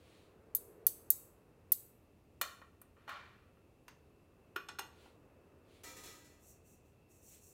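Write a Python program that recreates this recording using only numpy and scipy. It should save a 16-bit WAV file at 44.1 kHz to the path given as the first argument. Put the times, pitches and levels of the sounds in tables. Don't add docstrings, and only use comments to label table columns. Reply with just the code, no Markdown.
import sys
import numpy as np
from scipy import signal
from scipy.fft import rfft, irfft, next_fast_len
from scipy.io import wavfile
from scipy.ndimage import map_coordinates

SR = 44100
rng = np.random.default_rng(int(sys.argv[2]) if len(sys.argv) > 2 else 0)


def to_wav(s):
    ch = np.atleast_2d(s).T
    pcm = np.round(np.clip(ch, -1, 1) * 32767)
    wavfile.write(sys.argv[1], SR, pcm.astype(np.int16))


N = 332060

# frequency in Hz, relative level in dB.
AIR_SPECTRUM = [(15, -44), (25, -17), (50, -9), (95, -4.5), (160, -10), (240, -11), (420, -12),
                (600, -18.5), (860, -24.5), (1150, -27.5), (1600, -34), (2400, -32.5), (3200, -37.5),
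                (6000, -42), (14000, -42.5), (16000, -47.5)]
# frequency in Hz, nominal width in Hz, level in dB.
DRONE = [(80.9, 11, -75.5)]
# centre in seconds, level in dB before RUSH_TRIM_DB, bell sigma in seconds.
RUSH_SWELLS = [(.6, -64, 0.81), (5.3, -66, 0.89)]
RUSH_REST_DB, RUSH_TRIM_DB = -80, -4.5
# centre in seconds, level in dB, bell sigma in seconds.
HOLLOW_SWELLS = [(.76, -62, .2)]
WHINE_START_DB, WHINE_DRIFT_DB_PER_S = -89, 0.81
# frequency in Hz, t60 in seconds.
KITCHEN_T60 = [(200, 0.65), (1500, 0.5), (5000, .45), (9000, 0.46), (15000, 0.4)]

# centre in seconds, level in dB, bell sigma in seconds.
HAND_SWELLS = [(0.13, -70.5, 0.12), (5.037, -69, 0.064), (5.76, -70.5, 0.057), (7.348, -73, 0.043)]
# frequency in Hz, relative level in dB.
SWISH_SPECTRUM = [(300, -8.5), (1000, -16.5), (2200, -5.5), (4200, -6), (5200, -15), (10200, -16.5),
                  (11500, -24.5), (15000, -22)]

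# start in seconds, level in dB before SNAP_TRIM_DB, rebound delay in seconds,
# rebound in dB re first impact, rattle in dB re click, ping frequency in Hz, ping in dB.
SNAPS = [(0.5495, -2.5, .0007, -2, 7, 12230, 5), (0.567, -17, .008, -4.5, 8, 9700, -3.5),
         (0.8675, 3.5, .0024, -10, 0.5, 13500, -6.5), (1.1034, 4, .0029, -6.5, 1.5, 13200, -5.5),
         (1.7193, 3.5, .0031, 12.5, 1, 13400, 8.5), (2.816, -32, .0037, 0, 1, 8950, -2)]
SNAP_TRIM_DB = 2
# frequency in Hz, relative level in dB.
JAW_SPECTRUM = [(300, -51), (1000, -36), (2700, -34.5), (4400, -21.5), (5000, -26.5), (6200, -20),
                (8500, -13.5), (10200, -12.5), (11000, -4.5), (13000, -0.5), (15300, -6.5), (16500, -9)]
# frequency in Hz, nominal width in Hz, relative level in dB.
JAW_BODY = [(3740, 200, -26.5), (4515, 53, -17), (6350, 160, -12), (8000, 78, -12.5), (9770, 750, -1.5),
            (10600, 200, -14), (11710, 180, -3.5), (12080, 160, 1.5), (12400, 440, -5.5), (13550, 190, 4.5),
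            (13640, 190, -4), (14000, 150, -1), (15300, 340, 7)]
# frequency in Hz, mean relative level in dB, t60 in seconds.
JAW_RING = [(3860, -15.5, .3), (4676, -18, 0.24), (6367, -15.5, 0.24), (7940, -1.5, .4), (8950, -0.5, 0.36),
            (9400, -7, .35), (12060, -4, .25), (13340, -0.5, .22)]

# start in seconds, level in dB, chatter life in seconds,
# knock in dB re clank.
WIRE_HITS = [(2.4132, -5, 0.0069, -33), (2.616, -29.5, .0079, -14), (2.816, -38, .005, -25),
             (2.965, -40, .024, -32), (3.078, -23.5, .015, -2.5), (3.092, -20, 0.0096, -28),
             (3.57, -46, .0037, -20)]
# frequency in Hz, nominal width in Hz, mean relative level in dB.
WIRE_BODY = [(595, 370, -4), (1125, 150, 5), (1384, 145, 6), (1852, 160, 2.5), (2393, 90, 2.5),
             (2980, 280, -3.5), (3610, 160, -5.5), (4240, 240, -4.5), (5460, 320, -13), (6170, 190, -11.5),
             (6740, 130, -11.5), (7300, 510, -14), (8060, 64, -6.5), (9300, 1400, -14.5), (10270, 430, -9),
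             (11100, 240, -10), (12600, 680, -5.5), (13200, 270, -2.5), (13500, 220, -8), (14300, 480, -3),
             (15400, 270, -3)]
# frequency in Hz, mean relative level in dB, t60 in seconds.
WIRE_RING = [(1155, -26, .3), (1187, 22, 0.11), (1430, -1, 0.12), (2560, -18, .25), (3000, -19, 0.22),
             (4570, -5, 0.32), (6627, -12, .2), (8032, -50, 0.22), (13070, -18, .2), (14600, -23, .18)]
NEUTRAL_DB, TREBLE_DB_PER_DB, WIRE_TOP_DB = -14, 1.54, -8.5
ROCK_START_S, ROCK_GAP_S, ROCK_CHATTER_S = 3.116, 0.039, 0.018
ROCK_DB, ROCK_LOSS_DB, ROCK_KNOCK_DB = -23.5, 4.5, -32
# frequency in Hz, nominal width in Hz, relative level in dB.
KNOCK_BODY = [(852, 240, 0)]
# start in seconds, level in dB before SLIDE_TRIM_DB, rise in seconds,
# hold in seconds.
SLIDES = [(2.95, -72, 0.055, 0.14), (3.067, -48.5, 0.033, 0.011)]
SLIDE_FADE_DB_PER_S, SLIDE_TRIM_DB = 73, -1.5

# start in seconds, level in dB, chatter life in seconds, treble in dB,
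# top octave in dB, knock in dB re clank.
LIFT_HITS = [(3.881, -28.5, 0.0053, 11.5, -1, -32)]
# frequency in Hz, nominal width in Hz, mean relative level in dB.
LIFT_BODY = [(1007, 100, 4.5), (1600, 1170, -6), (2750, 47, -3), (4760, 600, -19), (5600, 150, -18),
             (6330, 150, -14), (9040, 60, -11), (9340, 120, -28), (12250, 120, -17), (14600, 200, -15.5)]
# start in seconds, level in dB, chatter life in seconds,
# treble in dB, top octave in dB, knock in dB re clank.
FLAT_HITS = [(4.5603, -18, 0.006, -11, 20, -25), (4.563, -11.5, 0.0011, -14.5, -7, -22),
             (4.6865, -19.5, 0.0087, 14, -16, -8.5), (4.787, -15.5, 0.0076, 0, 0, -21),
             (4.7925, -15.5, 0.0045, 13, 0.5, -5), (5.056, -41.5, 0.01, -14, -13, 4.5)]
# frequency in Hz, nominal width in Hz, mean relative level in dB.
FLAT_BODY = [(380, 63, -5.5), (1125, 90, -3), (1429, 100, 6), (1810, 130, -6.5), (2470, 61, -1.5),
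             (2800, 580, -9), (3500, 210, -10), (4190, 220, -9.5), (5340, 120, -9.5), (6460, 200, -11),
             (7550, 560, -21.5), (8260, 40, -11), (9500, 330, -17), (10700, 160, -19), (11400, 160, -22),
             (12900, 77, -14), (14400, 400, -23), (14500, 200, -16)]
# frequency in Hz, mean relative level in dB, t60 in seconds.
FLAT_RING = [(400, -3, 0.35), (1142, 2.5, 0.49), (1453, -16.5, .42), (1740, -5, 0.46), (1900, -3, 0.37),
             (1970, 1.5, 0.3), (2560, -12, 0.075), (2820, 3, 0.26), (3500, -3, 0.33), (4250, -28, 0.21),
             (11300, -22, 0.2), (13070, -15, 0.42)]

# start in seconds, skid level in dB.
CATCHES = [(5.835, -54), (5.871, -59), (5.966, -57), (6.035, -56), (6.056, -57.5), (6.245, -67.5)]
SKID_RISE_S, SKID_FADE_DB_PER_S = 0.0034, 94
TICK_DB = 20.5
# frequency in Hz, relative level in dB.
GRIT_SPECTRUM = [(180, -5.5), (400, -2.5), (900, -10.5), (1500, -10), (2400, -8), (4300, -11.5),
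                 (5200, -11), (7300, -6.5), (9000, -10.5), (12000, -10.5), (16000, -14.5)]
# frequency in Hz, relative level in dB.
BOWL_MODES = [(291, -72), (350, -79), (388, -84), (515, -73), (754, -74), (947, -70.5), (1240, -70.5),
              (1308, -72.5), (1615, -74), (1803, -72.5), (1970, -69.5), (2365, -71.5), (2686, -76),
              (2783, -94), (2923, -90), (3149, -88), (3445, -76), (3822, -86), (4156, -75), (4317, -74)]
# start in seconds, level in dB before STROKE_TRIM_DB, rise in seconds,
# hold in seconds.
STROKES = [(6.365, -60, .14, 0.0046), (6.628, -67, 0.045, .065), (6.83, -77.5, .03, .03),
           (7.08, -68, .035, .06), (7.164, -58.5, 0.14, 0.047), (7.383, -61.5, 0.064, 0.066)]
STROKE_FADE_DB_PER_S, STROKE_TRIM_DB = 213, -4
# frequency in Hz, relative level in dB.
SKIN_SPECTRUM = [(2650, -31), (4500, -10.5), (4980, -32), (5110, -12), (5840, -1.5), (7900, 0), (9020, -4),
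                 (12000, -5), (15100, -2.5), (16000, -16)]
# frequency in Hz, nominal width in Hz, level in dB before SQUEAK_TRIM_DB.
SQUEAK = [(5800, 180, 9), (6650, 350, -6), (7550, 400, 3), (8200, 220, 1)]
SQUEAK_TRIM_DB = -9

TOP_HZ = 16000


def amp(db):
    return 10 ** (np.asarray(db) / 20)


def unit(x):
    return x / np.sqrt(np.mean(x ** 2) + 1e-20)


def unit_energy(x):
    return x / np.sqrt(np.sum(x ** 2) + 1e-20)


def along(points, hz):
    f, v = np.transpose(points)
    return np.interp(np.log(hz + 1), np.log(f + 1), v)


def filtered(x, response):
    m = next_fast_len(len(x) + 8192)
    return irfft(rfft(x, m) * response(np.fft.rfftfreq(m, 1 / SR)), m)[:len(x)]


def causal(gain):
    cepstrum = irfft(np.log(np.maximum(gain, 1e-6)))
    half = len(cepstrum) // 2
    cepstrum[1:half] *= 2
    cepstrum[half + 1:] = 0
    return np.exp(rfft(cepstrum))


def resonances(modes, f, skirt=1):
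    ff = f * f + 1e-6
    powers = (amp(2 * db) * (1 + (c * c - ff) ** 2 / (ff * w * w)) ** -skirt for c, w, db in modes)
    return np.sqrt(sum(powers))


def noise(spectrum):
    return unit(filtered(rng.standard_normal(N), lambda f: amp(along(spectrum, f))))


def add(track, s, x):
    i = int(s * SR)
    track[i:i + len(x)] += x[:N - i]


def swells(rows):
    t = np.arange(N) / SR
    return sum(amp(db) * np.exp(-((t - s) / sigma_s) ** 2 / 2) for s, db, sigma_s in rows)


def stroke(s, db, rise_s, hold_s, fade_db_per_s):
    t = np.arange(N) / SR - s
    rise = np.sin(np.pi / 2 * np.clip(t / rise_s, 0, 1)) ** 2
    return rise * amp(db - fade_db_per_s * np.maximum(t - rise_s - hold_s, 0))


def together(gains):
    return np.sqrt(sum(gain ** 2 for gain in gains))


def friction(spread_db):
    sizes = map_coordinates(rng.standard_normal(N // 20 + 2), [np.arange(N) / 20], order=1)
    return rng.standard_normal(N) * amp(spread_db * sizes)


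def chatter(life_s):
    t = np.arange(SR // 2) / SR
    burst = rng.standard_normal(len(t)) * np.exp(-t / life_s)
    for _ in range(4):
        flat = irfft(np.exp(1j * np.angle(rfft(burst))), len(t))
        burst = flat * np.exp(-(t / life_s / np.pi) ** 2)
    return unit_energy(burst)


def ring(modes):
    t = np.arange(SR // 2) / SR
    tones = np.zeros(len(t))
    for hz, db, t60_s in modes:
        strength_db = db + 2 * rng.standard_normal()
        tones += amp(strength_db - 60 * t / t60_s) * np.sin(2 * np.pi * (hz * t + rng.random()))
    return unit_energy(tones * (1 - np.exp(-t / 0.0016)))


def in_kitchen(x, room_db, near_db, near_t60_s):
    hz, t, z = signal.stft(rng.standard_normal(SR // 2), SR, nperseg=256)
    decay = amp(-60 * t / along(KITCHEN_T60, hz)[:, None])
    tail = signal.istft(z * decay, SR, nperseg=256)[1]
    t = np.arange(len(tail)) / SR
    arrive = 1 - np.exp(-(t / 0.0024) ** 2)
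    near = rng.standard_normal(len(t)) * amp(-60 * t / near_t60_s)
    answer = amp(room_db) * unit_energy(tail * arrive) + amp(near_db) * unit_energy(near * arrive)
    answer = filtered(answer, lambda f: causal(amp(along([(7000, 1), (14000, -11)], f))))
    return x + signal.fftconvolve(x, answer)[:len(x)]


def narrow(hz, width_hz):
    return unit(filtered(rng.standard_normal(N), lambda f: resonances([(hz, width_hz, 0)], f, skirt=1.6)))


def room_tone():
    air = amp(-66.5) * noise(AIR_SPECTRUM)
    rush_spectrum = [(150, -31.5), (300, -5.5), (420, -3), (540, -6),
                     (800, -15.5), (1200, -15.5), (2200, -27), (4000, -49)]
    rush = (amp(RUSH_REST_DB) + swells(RUSH_SWELLS)) * noise(rush_spectrum)
    drone = sum(amp(db) * narrow(hz, width_hz) for hz, width_hz, db in DRONE)
    hollow = swells(HOLLOW_SWELLS) * narrow(hz=425, width_hz=88)
    whine_db = WHINE_START_DB + WHINE_DRIFT_DB_PER_S * np.arange(N) / SR
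    whine = amp(whine_db) * narrow(hz=2647, width_hz=170)
    return air + amp(RUSH_TRIM_DB) * rush + drone + hollow + whine


def hands():
    return noise(SWISH_SPECTRUM) * swells(HAND_SWELLS)


def snaps():
    out = np.zeros(N)
    for s, db, delay_s, rebound_db, rattle_db, ping_hz, ping_db in SNAPS:
        def contact(f):
            return amp(along(JAW_SPECTRUM, f)) + resonances([(ping_hz, 450, ping_db)], f, skirt=1.5)

        def jaws(f):
            return causal(amp(0.5) * contact(f) + resonances(JAW_BODY, f, skirt=1.7))

        force = np.zeros(SR // 2)
        force[0] = 1
        force[int(abs(delay_s) * SR)] += amp(rebound_db)
        click = unit_energy(filtered(force, lambda f: causal(contact(f))))
        rattle = unit_energy(filtered(chatter(life_s=0.0055), jaws))
        snap = unit_energy(click + amp(rattle_db) * rattle)
        heard = in_kitchen(snap, room_db=-11, near_db=-6, near_t60_s=0.12) + amp(-27) * ring(JAW_RING)
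        add(out, s, amp(db + SNAP_TRIM_DB) * heard)
    return out


def set_down(hits, body, modes, skirt, ring_db, room_db, near_db):
    out = np.zeros(N)
    for s, db, life_s, treble_db, top_db, knock_db in hits:
        struck = [(hz, width_hz, gain_db + rng.standard_normal()) for hz, width_hz, gain_db in body]

        def hardness(f):
            treble = treble_db * f ** 2 / (f ** 2 + 5000 ** 2)
            top = top_db * f ** 6 / (f ** 6 + 10000 ** 6)
            return amp(treble + top)

        clank = filtered(chatter(life_s), lambda f: causal(resonances(struck, f, skirt) * hardness(f)))
        knock = filtered(chatter(life_s), lambda f: causal(resonances(KNOCK_BODY, f, skirt=2.2)))
        contact = unit_energy(clank) + amp(knock_db) * unit_energy(knock)
        after = amp(ring_db) * filtered(ring(modes), lambda f: causal(hardness(f)))
        add(out, s, amp(db) * (in_kitchen(contact, room_db, near_db, near_t60_s=0.19) + after))
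    return out


def wire_contacts(rocks):
    rocking = [(ROCK_START_S + k * ROCK_GAP_S, ROCK_DB - k * ROCK_LOSS_DB, ROCK_CHATTER_S, ROCK_KNOCK_DB)
               for k in range(rocks)]
    return [(s, db, life_s, TREBLE_DB_PER_DB * (db - NEUTRAL_DB), WIRE_TOP_DB, knock_db)
            for s, db, life_s, knock_db in list(WIRE_HITS) + rocking]


def wire_tongs():
    return set_down(wire_contacts(rocks=3), WIRE_BODY, WIRE_RING,
                    skirt=1.47, ring_db=-18, room_db=-7, near_db=-7.5)


def wire_slide():
    def colour(f):
        low_cut = f ** 2 / (f ** 2 + 750 ** 2)
        return (resonances(WIRE_BODY, f) + amp(-10)) * low_cut / (1 + (f / 3200) ** 3)

    rub = unit(filtered(friction(spread_db=1.5), colour))
    skids = together(stroke(*slide, SLIDE_FADE_DB_PER_S) for slide in SLIDES)
    return amp(SLIDE_TRIM_DB) * skids * rub


def flat_tongs_lift():
    return set_down(LIFT_HITS, LIFT_BODY, FLAT_RING, skirt=1.43, ring_db=-22, room_db=-7.5, near_db=-4)


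def flat_tongs():
    return set_down(FLAT_HITS, FLAT_BODY, FLAT_RING, skirt=1.23, ring_db=-11, room_db=-10, near_db=-6.5)


def grit(f):
    return causal(amp(along(GRIT_SPECTRUM, f)))


def bowl_wall(grind):
    upper = [(hz, -85 + 2 * rng.standard_normal()) for hz in rng.uniform(3000, 9000, size=60)]
    modes = [(hz, 6 + hz / 260, db) for hz, db in list(BOWL_MODES) + upper]
    wall = irfft(causal(resonances(modes, np.fft.rfftfreq(SR, 1 / SR), skirt=1.38)))
    return unit_energy(signal.fftconvolve(grind, wall)[:N]) * np.linalg.norm(grind)


def bowl_scrape():
    skids = together(stroke(s, db, SKID_RISE_S, 0, SKID_FADE_DB_PER_S) for s, db in CATCHES)
    grind = skids * unit(filtered(friction(spread_db=0.5), grit))
    out = grind + amp(-1.5) * bowl_wall(grind)
    for s, db in CATCHES:
        add(out, s, amp(db + TICK_DB) * unit_energy(filtered(chatter(life_s=0.0045), grit)))
    return out


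def bowl_fingers():
    def skin(f):
        squeak = amp(SQUEAK_TRIM_DB) * resonances(SQUEAK, f, skirt=3.6)
        return amp(along(SKIN_SPECTRUM, f)) * (1 + squeak)

    strokes = together(stroke(*row, STROKE_FADE_DB_PER_S) for row in STROKES)
    return amp(STROKE_TRIM_DB) * strokes * unit(filtered(friction(spread_db=2.5), skin))


def bowl():
    return in_kitchen(bowl_scrape() + bowl_fingers(), room_db=-10, near_db=-9, near_t60_s=0.083)


def scene():
    wire = wire_tongs() + wire_slide()
    flat = flat_tongs_lift() + flat_tongs()
    return (room_tone() + hands() + snaps() + wire + flat + bowl())[None]


def record(dry):
    return filtered(dry[0], lambda f: causal(1 / np.sqrt(1 + (f / TOP_HZ) ** 240)))[None]


dry = scene()
out = record(dry)
to_wav(out)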